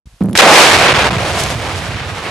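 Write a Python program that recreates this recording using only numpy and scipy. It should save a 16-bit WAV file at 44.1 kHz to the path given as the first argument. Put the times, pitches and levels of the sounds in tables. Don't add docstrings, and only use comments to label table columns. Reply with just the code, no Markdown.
import sys
import numpy as np
from scipy import signal
from scipy.fft import rfft, irfft
from scipy.io import wavfile
from scipy.ndimage import uniform_filter1d

SR = 44100
rng = np.random.default_rng(int(sys.argv[2]) if len(sys.argv) > 2 else 0)


def master(y):
    cut = np.clip(np.atleast_2d(y).T, -1, 1)
    pcm = np.round(cut * 32767)
    wavfile.write(sys.argv[1], SR, pcm.astype(np.int16))


N = 101429
T = np.arange(N) / SR
F = np.maximum(np.arange(N // 2 + 1) * SR / N, 1)
SHOCK_S, BLAST_S = .2065, .353

# time in seconds, then rumble, body, middle and treble in dB.
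BLAST_LEVELS = [(.352, -19, -22, -14, -17), (.363, -14, -43, -21, -21), (.374, -43, -60, -29, -16.5),
                (.376, -24, -30, -21, 3), (.384, -29, -20, -42, -22.5), (.389, -19, -9, -0.5, -7),
                (.411, -17, -5.5, -3, -9.5), (.42, -18, -5, -8, -12.5), (.44, -19, -2, -11, -13.5),
                (.61, -18, -4.5, -6, -7.5), (.7, -12, -10, -9, -12.5), (.9, -13, -10, -10.5, -21.5),
                (.95, -9.5, -14.5, -13, -24), (1.07, -10.5, -10, -11.5, -23),
                (1.1, -7.5, -18.5, -18.5, -31.5), (1.28, -12, -19, -25, -26),
                (1.42, -12.5, -20, -24.5, -24.5), (1.52, -9, -21.5, -24.5, -26.5),
                (1.57, -14, -27.5, -32, -33.5), (1.68, -15, -21, -26.5, -30),
                (1.74, -21, -26.5, -27.5, -34), (1.78, -14.5, -24, -31, -28),
                (1.81, -13.5, -26, -29, -34.5), (1.86, -15, -25, -28, -31.5), (1.91, -14.5, -28, -29, -36),
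                (2.03, -18.5, -31.5, -25, -38.5), (2.08, -19.5, -28.5, -31, -36.5),
                (2.3, -20.5, -26, -28.5, -37)]


def roar():
    # frequency in Hz, spectral level in dB.
    colour = [(92, -8), (177, -7.5), (246, -12), (752, -9.5), (1690, -14), (2240, -14), (8590, -23.5),
              (12900, -28), (16800, -65), (22000, -120)]
    # centre in Hz, half-width in octaves.
    bands = [(520, 1.57), (2200, 1.125), (6500, 1.39)]
    # time in seconds, length in seconds, dip in dB.
    chokes = [(.4148, .006, -14), (.7094, .003, -11), (.7278, .003, -11), (.7724, .004, -11),
              (.7829, .003, -13), (.8759, .004, -11), (.9154, .003, -12), (.9329, .004, -18),
              (.9372, .003, -17), (.9422, .003, -12), (1.0388, .004, -11), (1.0945, .004, -14),
              (1.1018, .005, -15), (1.1277, .002, -10), (1.1635, .003, -8), (1.1774, .002, -9),
              (1.1813, .002, -8)]
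    bursts = spread(*(scatter(per_s=2500, spread_db=3, share=.3) for _ in range(2)))
    spectrum = rfft(bursts) * undb(along_hz(colour))
    flicker_db = .8 * walk(rate_hz=25.06)
    choke_db = sum(db * bump(s, length, order=4) for s, length, db in chokes)
    out = 0
    for column, (hz, octaves) in enumerate(bands, start=2):
        layer = unit(irfft(spectrum * np.exp(-(np.log2(F / hz) / octaves) ** 2), N))
        level_db = curve(BLAST_LEVELS, column) + flicker_db + choke_db + .5 * walk(rate_hz=12.08)
        out = out + layer * undb(level_db)
    return out * (T > BLAST_S)


def rumble():
    # frequency in Hz, spectral level in dB.
    colour = [(20, -6.5), (40, 2.5), (70, 2.5), (100, -1.5), (140, -6.5), (200, -16), (300, -21.5),
              (600, -35), (22000, -90)]
    bangs = spread(scatter(per_s=45, spread_db=2, share=.3), rng.standard_normal(N))
    deep = unit(irfft(rfft(bangs) * undb(along_hz(colour)), N))
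    return deep * undb(curve(BLAST_LEVELS)) * (T > BLAST_S)


def cracks():
    # start in seconds, level in dB, pitch in Hz.
    reports = [(.353, 12, 2200), (.356, 8, 1900), (.363, 12, 1900), (.3643, 10, 1900), (.3755, 9, 2200),
               (.378, 7, 1900), (.3873, 6, 1500)]
    return sum(-ring(clicks([(s, db)]), hz, t60_s=.0012) for s, db, hz in reports)


def booms():
    # start in seconds, level ahead of the softening filter in dB, pitch in Hz.
    blasts = [(1.114, -2.5, 190), (1.16, -5.5, 141), (1.317, -11, 119), (1.552, -5, 113.4), (1.675, -6, 89),
              (1.727, -4, 87), (1.76, -5, 94.6), (1.888, -4.5, 82), (1.943, -5.5, 100.4), (2.062, -5.5, 85),
              (2.114, -7, 94)]
    thuds = sum(ring(clicks([(s, db)]), hz, t60_s=.13) for s, db, hz in blasts)
    return spread(band(thuds, 40, 190), np.zeros(N))


def ground_shock():
    # frequency in Hz, relative level in dB, 60 dB decay time in seconds.
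    modes = [(110, -8, .07), (195, 3, .035), (330, -3, .008), (616, -18, .005)]
    # start in seconds, relative thump in dB, bite in dB.
    knocks = [(0.207, -5, -31), (0.2095, 6, -47), (0.2134, 7, -34), (0.2251, 4, -30), (0.2438, 5, -39),
              (.2504, 0, -48), (.26, 1, -46), (0.2709, 0.5, -50), (0.2867, 5, -34), (0.297, 2, -45),
              (0.3136, -0.5, -43), (0.3305, -14, -22), (0.336, -1.5, -44), (.3472, -2, -33)]
    # start in seconds, level in dB.
    rattles = [(0.2174, -45), (0.2366, -29), (0.2575, -31.5), (0.2926, -32), (0.3014, -34), (0.3108, -34),
               (0.3315, -25)]
    gap_spread, size_spread = rng.standard_normal((60, 2)).T
    jolt_s = SHOCK_S + np.cumsum(np.exp(.3 * gap_spread) / 175)
    jolt_db = -3 + 2 * size_spread
    shaking = clicks(np.array([jolt_s, jolt_db]).T) * (T < BLAST_S) + clicks(knocks)
    stand = band(sum(undb(db) * ring(shaking, hz, t60) for hz, db, t60 in modes), 43, 900, order=1)
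    shock_rms = np.sqrt(np.mean(stand[(T > SHOCK_S) & (T < BLAST_S)] ** 2))
    stand = stand / shock_rms * undb(-12)
    bite_decay = fade(clicks([(s, db) for s, _, db in knocks]), t60_s=.008)
    bite = bite_decay * unit(band(rng.standard_normal(N), 1000, 3100, order=1))
    rattle_decay = fade(clicks(rattles), t60_s=.0098)
    rattle = rattle_decay * unit(band(rng.standard_normal(N), 7210, 12154, order=3))
    grains = unit(band(scatter(per_s=830, spread_db=4.6, share=.86), 690, 1800))
    grit = np.abs(stand) * grains * undb(-29)
    return spread(stand + bite + rattle + grit, side=1.7 * rng.standard_normal(N) * rattle_decay)


def whooshes():
    # loudest moment in seconds, length in seconds, level in dB.
    passes = [(1.395, 0.014, -20.5), (1.409, 0.019, -19), (1.438, 0.0069, -14.5), (1.506, 0.025, -24.5)]
    hiss = unit(band(spread(*rng.standard_normal((2, N))), 2800, 10500))
    return hiss * sum(undb(db) * bump(s, length) for s, length, db in passes)


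def quiet_field():
    # time in seconds, level in dB.
    gusts = [(.056, -34), (.072, -12), (.095, -40), (.14, -17), (.16, -30), (.2, -53)]
    wind = unit(band(rng.standard_normal(N), 28, 61, order=3)) * undb(curve(gusts)) * (T < SHOCK_S)
    hiss = band(spread(*rng.standard_normal((2, N))), 250, 6500, order=1) * undb(-47.5)
    fade_in = np.clip((T - .056) / .003, 0, 1)
    return (wind + hiss) * fade_in


def spread(mid, side):
    # frequency in Hz, squared correlation from 0 to 1.
    likeness = [(60, 0.96), (300, 0.96), (700, 0.94), (1300, 0.63), (2700, 0.18), (5000, 0.12),
                (8000, 0.02), (12400, 0.15)]
    # frequency in Hz, left minus right in dB.
    balance = [(60, -6.5), (200, -2.5), (640, -3.5), (2100, -3), (12400, -1)]
    left_lead_s = .000015
    alike = np.sqrt(np.clip(along_hz(likeness), 0, 1))
    shared = rfft(mid) * np.sqrt((1 + alike) / 2)
    opposed = rfft(side) * np.sqrt((1 - alike) / 2)
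    lean = undb(along_hz(balance) / 2) * np.exp(1j * np.pi * F * left_lead_s)
    return np.array([irfft((shared + opposed) * lean, N), irfft((shared - opposed) / lean, N)])


def scatter(per_s, spread_db, share):
    chance, size = rng.random((N, 2)).T
    bangs = (chance < per_s / SR) * undb(-spread_db * np.log(1 - size))
    return np.sqrt(share) * unit(bangs - bangs.mean()) + np.sqrt(1 - share) * rng.standard_normal(N)


def ring(x, hz, t60_s):
    pole = np.exp(2j * np.pi * hz / SR - np.log(1000) / (t60_s * SR))
    return signal.lfilter([1], [1, -pole], x).imag


def clicks(rows):
    seconds, db = np.array(rows).T[:2]
    x = np.zeros(N)
    np.add.at(x, (seconds * SR).astype(int), undb(db))
    return x


def fade(x, t60_s):
    return signal.lfilter([1], [1, -np.exp(-np.log(1000) / (t60_s * SR))], x)


def walk(rate_hz):
    hold = int(SR / rate_hz)
    steps = np.repeat(rng.standard_normal(N // hold + 1), hold)
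    return unit(uniform_filter1d(steps, hold)[:N])


def bump(s, length_s, order=2):
    return np.exp(-np.abs((T - s) / (length_s / 2)) ** order)


def band(x, lo_hz, hi_hz, order=2):
    return signal.sosfilt(signal.butter(order, [lo_hz, hi_hz], "band", fs=SR, output="sos"), x)


def curve(table, column=1):
    rows = np.array(table)
    return np.interp(T, rows[:, 0], rows[:, column])


def along_hz(table):
    rows = np.array(table)
    return np.interp(np.log(F), np.log(np.maximum(rows[:, 0], 1)), rows[:, 1])


def undb(db):
    return 10 ** (np.asarray(db) / 20)


def unit(x):
    return x / np.sqrt(np.mean(x ** 2))


def scene():
    return quiet_field() + ground_shock() + cracks() + roar() + rumble() + booms() + whooshes()


def record(dry):
    # time in seconds, ceiling in dB.
    overload = [(.7, 3), (.95, -1), (1.1, -3)]
    low_cut_hz, narrow_hz, mic_top_hz, converter_top_hz = 135, 7650, 12030, 15800
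    ceiling = undb(curve(overload))
    mic = ceiling * dry / np.sqrt(ceiling ** 2 + dry ** 2)
    mic = signal.sosfilt(signal.butter(2, low_cut_hz, "high", fs=SR, output="sos"), mic)
    side = (mic[0] - mic[1]) / 2
    side_treble = signal.sosfiltfilt(signal.butter(2, narrow_hz, "high", fs=SR, output="sos"), side)
    narrowed = mic - np.outer([1, -1], side_treble)
    dulled = signal.sosfilt(signal.ellip(8, .2, 70, mic_top_hz, fs=SR, output="sos"), narrowed)
    clipped = np.clip(dulled, -1, 1)
    return signal.sosfilt(signal.ellip(4, .2, 30, converter_top_hz, fs=SR, output="sos"), clipped)


dry = scene()
out = record(dry)
master(out)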